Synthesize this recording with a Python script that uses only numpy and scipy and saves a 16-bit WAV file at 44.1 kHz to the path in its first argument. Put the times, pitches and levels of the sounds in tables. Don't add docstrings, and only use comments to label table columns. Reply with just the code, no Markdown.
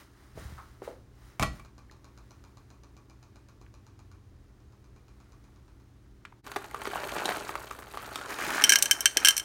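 import sys
import numpy as np
from scipy import signal
from scipy.fft import rfft, irfft
from scipy.io import wavfile
from scipy.ndimage import uniform_filter1d, minimum_filter1d

SR = 44100
rng = np.random.default_rng(int(sys.argv[2]) if len(sys.argv) > 2 else 0)


def pcm_store(signal):
    levels = np.round(np.clip(np.atleast_2d(signal), -1, 1) * 32767)
    wavfile.write(sys.argv[1], SR, levels.astype(np.int16).T)


N = 416304
TIME = np.arange(N) / SR
AGE = np.arange(SR // 2) / SR


# start in seconds, level in dB, extra ring in dB, tilt in dB per octave.
BEAN_IMPACTS = [(8.6207,-10,-17,-11), (8.6394,-0.5,2.5,-2.5), (8.6448,-2,-11,-4.5), (8.6941,2,-2.5,-1),
                (8.7020,-0.5,-21,-3), (8.7214,-1,1.5,-5), (8.727,-7,-9,5), (8.7354,-1.5,-11,-6.5),
                (8.7575,0.5,-4.5,-2.5), (8.7867,-9,-16,1), (8.8244,2,-18,1.5), (8.857,-8.5,-5.5,-3),
                (8.9114,3.5,-2,-0.5), (9.007,-12,0.5,7.5), (9.0570,3.5,-2,-3), (9.1707,-1,-7.5,-3.5),
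                (9.2481,-3,6,1), (9.2578,-5,5,0.5), (9.2721,-2,-4,-4), (9.2851,2,2,3.5), (9.3074,-8,-7,-1),
                (9.3669,-8.5,-9,0), (9.3785,-6,-16,0.5), (9.3975,-18,2.5,1.5)]

def beans(rebound_s=(.012, .032), rebound_db=-21.5, radiate_hz=1150):
    out = np.zeros(N)
    for s, db, cup_db, tilt_db in BEAN_IMPACTS:
        add(out, s, strike(db, cup_db, tilt_db))
        flight_s = rng.uniform(*rebound_s)
        add(out, s + flight_s, strike(db + rebound_db, cup_db, tilt_db))
    return highpass(out, 4, radiate_hz)


# frequency in Hz, level in dB.
CRACK_SPECTRUM = [(300,-30), (1250,-33), (1600,1.5), (1900,-12), (2200,-2.5), (2950,-4), (3550,-10),
                  (4300,-0.5), (4900,-9.5), (5700,10.5), (6900,-4.5), (8600,4), (10500,-8), (12500,-2.5),
                  (16500,-16.5)]
# frequency in Hz, level in dB, 60 dB decay time in seconds.
CUP_MODES = [(1565,-11,.04), (1636,-5,.058), (1720,-14,.04), (2111,-14,.05), (2254,-13,.05),
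             (2781,-12,.045), (2864,-11,.045), (3097,2,.06), (3140,-8,.035), (3855,-19,.05),
             (4265,-14,.035), (5300,-11,.035), (5440,-8,.035), (5584,-7,.035), (5784,-4,.042),
             (5956,-9,.035), (6090,-8,.035), (7587,-13,.035), (8392,-9,.028), (9050,-11,.028),
             (9950,-11,.03)]

def strike(db, cup_db, tilt_db):
    hardness = lambda hz: tilt_db * np.log2((hz + 500) / 6000)
    shape = lambda hz: read(CRACK_SPECTRUM, hz) + hardness(hz)
    click = amp(-9.5) * burst(shape, t60=0.0047)
    crack = amp(-13.5) * burst(shape, t60=0.03)
    modes = [(hz, mode_db + hardness(hz), t60) for hz, mode_db, t60 in CUP_MODES]
    wall = amp(cup_db - 9) * ring(modes, spread_db=1.5)
    return amp(db) * (click + crack + wall)


# time in seconds, level in dB.
BAG_FLEX = [(6.435,-51), (6.72,-55), (6.87,-44), (7.31,-36.5), (7.53,-48.5), (7.89,-53.5), (8.0,-48),
            (8.6,-43.5), (9.44,-58.5)]
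# frequency in Hz, level in dB.
FOIL_SPECTRUM = [(60,-59), (150,-7), (260,-6), (400,0), (520,-5), (720,0), (1200,0), (1900,-6), (2800,-13),
                 (3600,-14), (5000,-22.5), (9500,-25), (11000,-26.5), (16000,-29.5)]

def bag(split_hz=3300, fizz_follow=0.81):
    snaps = crackle(per_s=3200, spread_db=5.2, t60=.014)
    grains = unit(causal(snaps, lambda hz: read(FOIL_SPECTRUM, hz)))
    body = colour(grains, lambda hz: -10 * np.log10(1 + (hz / split_hz) ** 4))
    fizz = grains - body
    onset = np.clip((TIME - BAG_FLEX[0][0]) / 0.026, 0, 1)
    flex_db = curve(BAG_FLEX)
    return onset * (amp(flex_db + 1.5) * unit(body) + amp(fizz_follow * flex_db - 16.5) * unit(fizz))


# start in seconds, level in dB, panel frequency in Hz, treble gain in dB.
CREASE_SNAPS = [(6.466,-33,1190,13), (6.478,-42,1470,21), (6.517,-25.5,1100,6), (6.561,-18,750,2),
                (6.565,-17.5,426,3), (6.643,-25,846,1), (6.7453,-20,1180,-3), (6.8173,-22.5,866,2),
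                (6.854,-20.5,1120,5), (6.873,-20,402,2), (6.934,-22.5,740,-4), (6.9568,-20,755,-18),
                (7.035,-22,600,-10), (7.165,-17,382,-8), (7.2561,-15,754,23), (7.290,-16.5,720,-9),
                (7.308,-17.5,734,-6), (7.492,-17.5,1207,-2), (7.5544,-19.5,1116,3), (7.711,-25,1180,4.5),
                (7.943,-28.5,1140,-2), (7.973,-23.5,1180,4.5), (8.1575,-19,1280,17), (8.213,-26.5,1430,11),
                (8.387,-21,1120,2)]

def creases(crisp_hz=6300, crisp_octaves=1.7, panel_t60=.032, radiate_hz=170):
    out = np.zeros(N)
    for s, db, panel_hz, treble_db in CREASE_SNAPS + small_snaps():
        crispness = lambda hz: treble_db * np.exp(-(np.log2((hz + 1) / crisp_hz) / crisp_octaves) ** 2)
        shape = lambda hz: read(FOIL_SPECTRUM, hz) + crispness(hz)
        crack = amp(-7) * burst(shape, t60=.012)
        rustle = amp(-12.5) * burst(shape, t60=0.036)
        panel = amp(-8 - 60 * AGE / panel_t60) * np.sin(2 * np.pi * panel_hz * AGE)
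        add(out, s, amp(db) * (crack + rustle + panel))
    return highpass(out, 2, radiate_hz)


def small_snaps(span_s=(6.45, 8.3), per_s=11, db=-31, spread_db=1.5, panel_hz=1115, treble_db=3.0):
    slots = np.arange(*span_s, 1 / per_s)
    times = slots + rng.random(len(slots)) / per_s
    return [(s, db + spread_db * force, panel_hz * 2 ** (0.36 * pitch), treble_db)
            for s, (force, pitch) in zip(times, rng.standard_normal((len(slots), 2)))]


# peak time in seconds, level in dB, rise and fall in seconds.
SLIDE_SURGES = [(8.0,-51,.07,0.29), (8.315,-36.5,0.038,.12), (8.44,-34.5,0.087,.25), (8.58,-31.5,0.19,.34),
                (8.82,-42.5,0.11,0.5), (9.24,-38,0.083,0.21)]
# frequency in Hz, level in dB.
HUSK_SPECTRUM = [(150, 4), (400, 3.5), (900, 4.5), (1400, 9), (2400, 4), (3500, -5), (6000, -6),
                 (9000, -11), (13000, -13.5), (16000, -19)]

def slide():
    collisions = crackle(per_s=4000, spread_db=4.5, t60=0.013)
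    return swells(SLIDE_SURGES) * shaped(collisions, HUSK_SPECTRUM)


# start in seconds, level in dB.
BASE_IMPACTS = [(1.3961, -21), (1.410, -28), (1.419, -29), (1.426, -19), (1.431, -20), (1.596, -43)]
# frequency in Hz, level in dB.
STEEL_SPECTRUM = [(60,-26), (200,-13.5), (350,-4), (450,-12.5), (720,3), (920,-3.5), (1150,5.5),
                  (1550,-8.5), (1980,-12), (2300,-2.5), (3000,-13), (4350,-14.5), (8000,-19), (16000,-31)]
# frequency in Hz, level in dB, 60 dB decay time in seconds.
PRESS_MODES = [(298,-9,.12), (651,-8,.15), (754,-5,.1), (1055,-5,.08), (1108,-4,.1), (1160,0,.11),
               (1340,-8,.14), (1700,-11,.12), (1933,-14,.2), (2247,-4,.13), (2326,-9,.2), (2410,-10,.2),
               (2875,-17,.2), (4339,-12,.27)]

def landing():
    out = np.zeros(N)
    for s, db in BASE_IMPACTS:
        clack = amp(-1.5) * burst(lambda hz: read(STEEL_SPECTRUM, hz), t60=0.037)
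        ringing = amp(-11) * ring(PRESS_MODES, spread_db=7.0)
        add(out, s, amp(db) * (clack + ringing))
    return out


# frequency in Hz, level in dB.
TICK_SPECTRUM = [(300,3.5), (700,-0.5), (1100,-2), (1600,2.5), (2000,-21), (3200,-10), (4000,-8),
                 (5400,-11), (6100,-2), (6800,-10.5), (7800,-19), (11000,-21.5), (16000,-34)]
RATTLE_SPECTRUM = [(250,-25), (650,-1), (1150,7), (1650,-9), (2000,-17), (2420,0.5), (2900,-22), (4600,-15),
                   (6500,-13.5), (8000,-24), (16000,-40)]

def rocking(variation=0.43, lid_follow=0.67, echo_s=.009):
    out = np.zeros(N)
    contact = lambda: burst(lambda hz: read(TICK_SPECTRUM, hz), t60=0.013)
    spot = contact()
    for s, db in touchdowns():
        tick = amp(db) * (spot + variation * contact())
        rattle = burst(lambda hz: read(RATTLE_SPECTRUM, hz), t60=0.23)
        lid = amp(lid_follow * db - 26.5) * rattle
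        add(out, s, tick + lid)
        add(out, s + echo_s, amp(-5.5) * tick)
    return out


# time in seconds, interval between ticks in seconds.
TICK_INTERVALS = [(2.882, .13181), (4.6226, .11967)]
# time in seconds, tick level in dB.
SWAY_LEVELS = [(1.65,-48), (1.9,-46.5), (2.6,-49.5), (4.12,-52), (4.24,-72), (4.48,-71), (4.72,-59),
               (5.28,-53.5), (5.8,-61.5)]

def touchdowns(start_s=1.6488, count=34):
    s, rows = start_s, []
    for _ in range(count):
        rows.append((s, np.interp(s, *np.transpose(SWAY_LEVELS))))
        s += np.interp(s, *np.transpose(TICK_INTERVALS))
    return rows


# start in seconds, level in dB, centre in Hz,
# half-width in octaves, 60 dB decay time in seconds.
DULL_BLOWS = [(0.354,-40.5,60,0.88,0.21), (0.375,-38,544,0.65,0.056), (.418,-39,111,0.66,0.047),
              (.447,-30.5,69.6,0.54,0.056), (.515,-36.5,70,0.67,.1), (0.58,-45.5,1080,0.39,0.28),
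              (0.819,-34,374,0.73,0.048), (0.8766,-26,500,0.56,0.015), (0.886,-43.5,460,0.66,0.26),
              (1.398,-25,50.5,0.77,0.24), (1.417,-24,148,0.74,0.13), (1.897,-46.5,1840,0.23,0.0093),
              (3.664,-53,1900,0.4,0.012), (6.2515,-36.5,1800,0.65,0.028), (6.323,-45.5,994,0.52,.02),
              (9.165,-30,422,0.58,0.059)]

def knocks(skirt_db=46):
    out = np.zeros(N)
    for s, db, centre_hz, octaves, t60 in DULL_BLOWS:
        add(out, s, amp(db) * burst(hump(centre_hz, 2 * octaves, skirt_db), t60))
    return out


# peak time in seconds, level in dB, rise and fall in seconds.
SOFT_RUSTLES = [(0,-53,.05,0.1), (.24,-63.5,0.23,0.64), (.4,-51.5,0.056,0.49), (.85,-52,0.034,0.14),
                (1.3,-61,0.2,.2), (1.57,-57.5,0.11,0.13), (2.4,-71.5,0.93,1.4), (5.3,-73,0.44,1.2)]
# frequency in Hz, level in dB.
RUSTLE_SPECTRUM = [(150,-8), (600,1), (1300,3), (2600,-5), (6000,-10.5), (9000,-11.5), (13000,-17),
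                   (16000,-10.5)]

def rustles(hiss_db=-73.5):
    level = np.hypot(swells(SOFT_RUSTLES), amp(hiss_db))
    contacts = crackle(per_s=9800, spread_db=0.0, t60=0.0039)
    return level * shaped(contacts, RUSTLE_SPECTRUM)


# frequency in Hz, reverberation time in seconds.
KITCHEN_T60 = [(100, 0.68), (1000, 0.24), (4000, 0.27), (9000, 0.25), (16000, 0.14)]

def kitchen(x, build_s=0.0079):
    hz, t, bands = signal.stft(rng.standard_normal(SR // 2), SR, nperseg=256)
    decay = amp(-60 * t / read(KITCHEN_T60, hz)[:, None])
    tail = signal.istft(bands * decay, SR, nperseg=256)[1][:len(AGE)]
    tail *= np.clip(AGE / build_s, 0, 1)
    return signal.fftconvolve(x, tail / np.linalg.norm(tail))[:N]


# frequency in Hz, level in dB.
AIR_SPECTRUM = [(15,-40), (28,-10), (45,0), (70,-1.5), (130,-10), (165,-18), (260,-16), (390,-19),
                (520,-26), (1100,-32.5), (2200,-40.5), (6500,-44.5), (10000,-57), (16000,-56)]
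# frequency in Hz, level in dB.
HUM_PARTIALS = [(60, -64.5), (119.9, -62.5), (199.6, -72), (280.3, -72.5), (326, -74), (360, -78.5),
                (398.5, -77)]
# time in seconds, frequency in Hz, level in dB.
DRONE_GLIDE = [(3.3,119.8,-93), (3.65,108.3,-61.5), (4.05,94.5,-57), (4.35,86.7,-58), (4.7,83.2,-80)]
# time in seconds, gain in dB.
BACKGROUND_GAIN = [(8.1, 0.5), (8.5, -3.5)]

def background(waver_rad=0.45):
    air = amp(-57) * shaped(rng.standard_normal(N), AIR_SPECTRUM)
    knots = np.linspace(0, N / SR, 20)
    drift = lambda: waver_rad * np.interp(TIME, knots, rng.standard_normal(len(knots)))
    hum = sum(amp(db) * np.sin(2 * np.pi * hz * TIME + drift()) for hz, db in HUM_PARTIALS)
    drone_phase = 2 * np.pi * np.cumsum(curve(DRONE_GLIDE)) / SR
    drone = amp(curve(DRONE_GLIDE, column=2)) * np.sin(drone_phase + drift())
    return amp(curve(BACKGROUND_GAIN)) * (air + np.sqrt(2) * (hum + drone))


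def burst(shape_db, t60):
    fade = amp(-60 * AGE / max(t60, .004))
    puff = causal(rng.choice([-1, 1], len(AGE)) * fade, shape_db)
    return unit(puff) * np.sqrt(np.mean(fade ** 2))


def ring(modes, spread_db):
    hz, db, t60 = np.transpose(modes)[:, :, None]
    size = amp(db + spread_db * rng.standard_normal(hz.shape))
    size *= rng.choice([-1, 1], hz.shape) / np.linalg.norm(size)
    return (size * amp(-60 * AGE / t60) * np.sin(2 * np.pi * hz * AGE)).sum(0)


def crackle(per_s, spread_db, t60, octaves=0.74, patches=20):
    size = amp(spread_db * np.minimum(rng.exponential(1, N), 4))
    snaps = size * (rng.random(N) < per_s / SR)
    patch = rng.integers(0, patches, N)
    out = np.zeros(N)
    for k, centre_hz in enumerate(np.geomspace(220, 16000, patches)):
        grain = burst(hump(centre_hz, octaves, skirt_db=20), t60)[:SR // 25]
        grain *= np.sqrt(centre_hz)
        out += signal.oaconvolve(snaps * (patch == k), grain)[:N]
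    return unit(out)


def swells(rows):
    power = np.zeros(N)
    for s, db, rise_s, fall_s in rows:
        away = np.where(TIME < s, ((s - TIME) / rise_s) ** 2, (TIME - s) / fall_s)
        power += amp(db - 20 * np.minimum(away, 10)) ** 2
    return np.sqrt(power)


def hump(centre_hz, octaves, skirt_db):
    return lambda hz: -skirt_db * np.log10(1 + (np.log2((hz + 1) / centre_hz) / octaves) ** 2)


def causal(x, shape_db):
    hz = abs(np.fft.fftfreq(len(x), 1 / SR))
    log_gain = np.log(amp(np.maximum(shape_db(hz), -100)))
    response = np.exp(np.conj(signal.hilbert(log_gain)))
    return irfft(rfft(x) * response[:len(x) // 2 + 1], len(x))


def colour(x, shape_db):
    return irfft(rfft(x) * amp(shape_db(np.fft.rfftfreq(len(x), 1 / SR))), len(x))


def shaped(x, spectrum):
    return unit(colour(x, lambda hz: read(spectrum, hz)))


def highpass(x, order, hz):
    return signal.sosfilt(signal.butter(order, hz, "high", fs=SR, output="sos"), x)


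def amp(db):
    return 10 ** (np.asarray(db) / 20)


def unit(x):
    return x / np.sqrt(np.mean(x ** 2) + 1e-20)


def read(points, hz):
    f, value = np.transpose(points)
    return np.interp(np.log(hz + 1), np.log(f + 1), value)


def curve(rows, column=1):
    rows = np.asarray(rows)
    return np.interp(TIME, rows[:, 0], rows[:, column])


def add(mix, s, sound):
    part = mix[max(round(s * SR), 0):][:len(sound)]
    part += sound[:len(part)]


def scene(dip_s=6.422, dip_width_s=0.012, dip_db=-22):
    cup = beans()
    foil = bag() + creases() + slide()
    press = landing()
    ticks = rocking()
    handling = knocks() + rustles()
    room = kitchen(amp(-18.5) * cup + amp(-12) * foil + amp(-9.5) * press
                   + amp(-8) * ticks + amp(-13) * handling)
    dip = amp(dip_db * np.exp(-((TIME - dip_s) / dip_width_s) ** 2))
    return (dip * (cup + foil + press + ticks + handling + room + background()))[None]


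def record(dry, low_hz=36, edge_hz=16200, ceiling=.93):
    thin = highpass(dry, 4, low_hz)
    allowed_gain = np.minimum(1, ceiling / (abs(thin) + 1e-9))
    limited = thin * uniform_filter1d(minimum_filter1d(allowed_gain, size=61), size=61)
    lowpass = signal.firwin(511, edge_hz, window=("kaiser", 9), fs=SR)
    return signal.oaconvolve(limited, lowpass[None], "same")


dry = scene()
out = record(dry)
pcm_store(out)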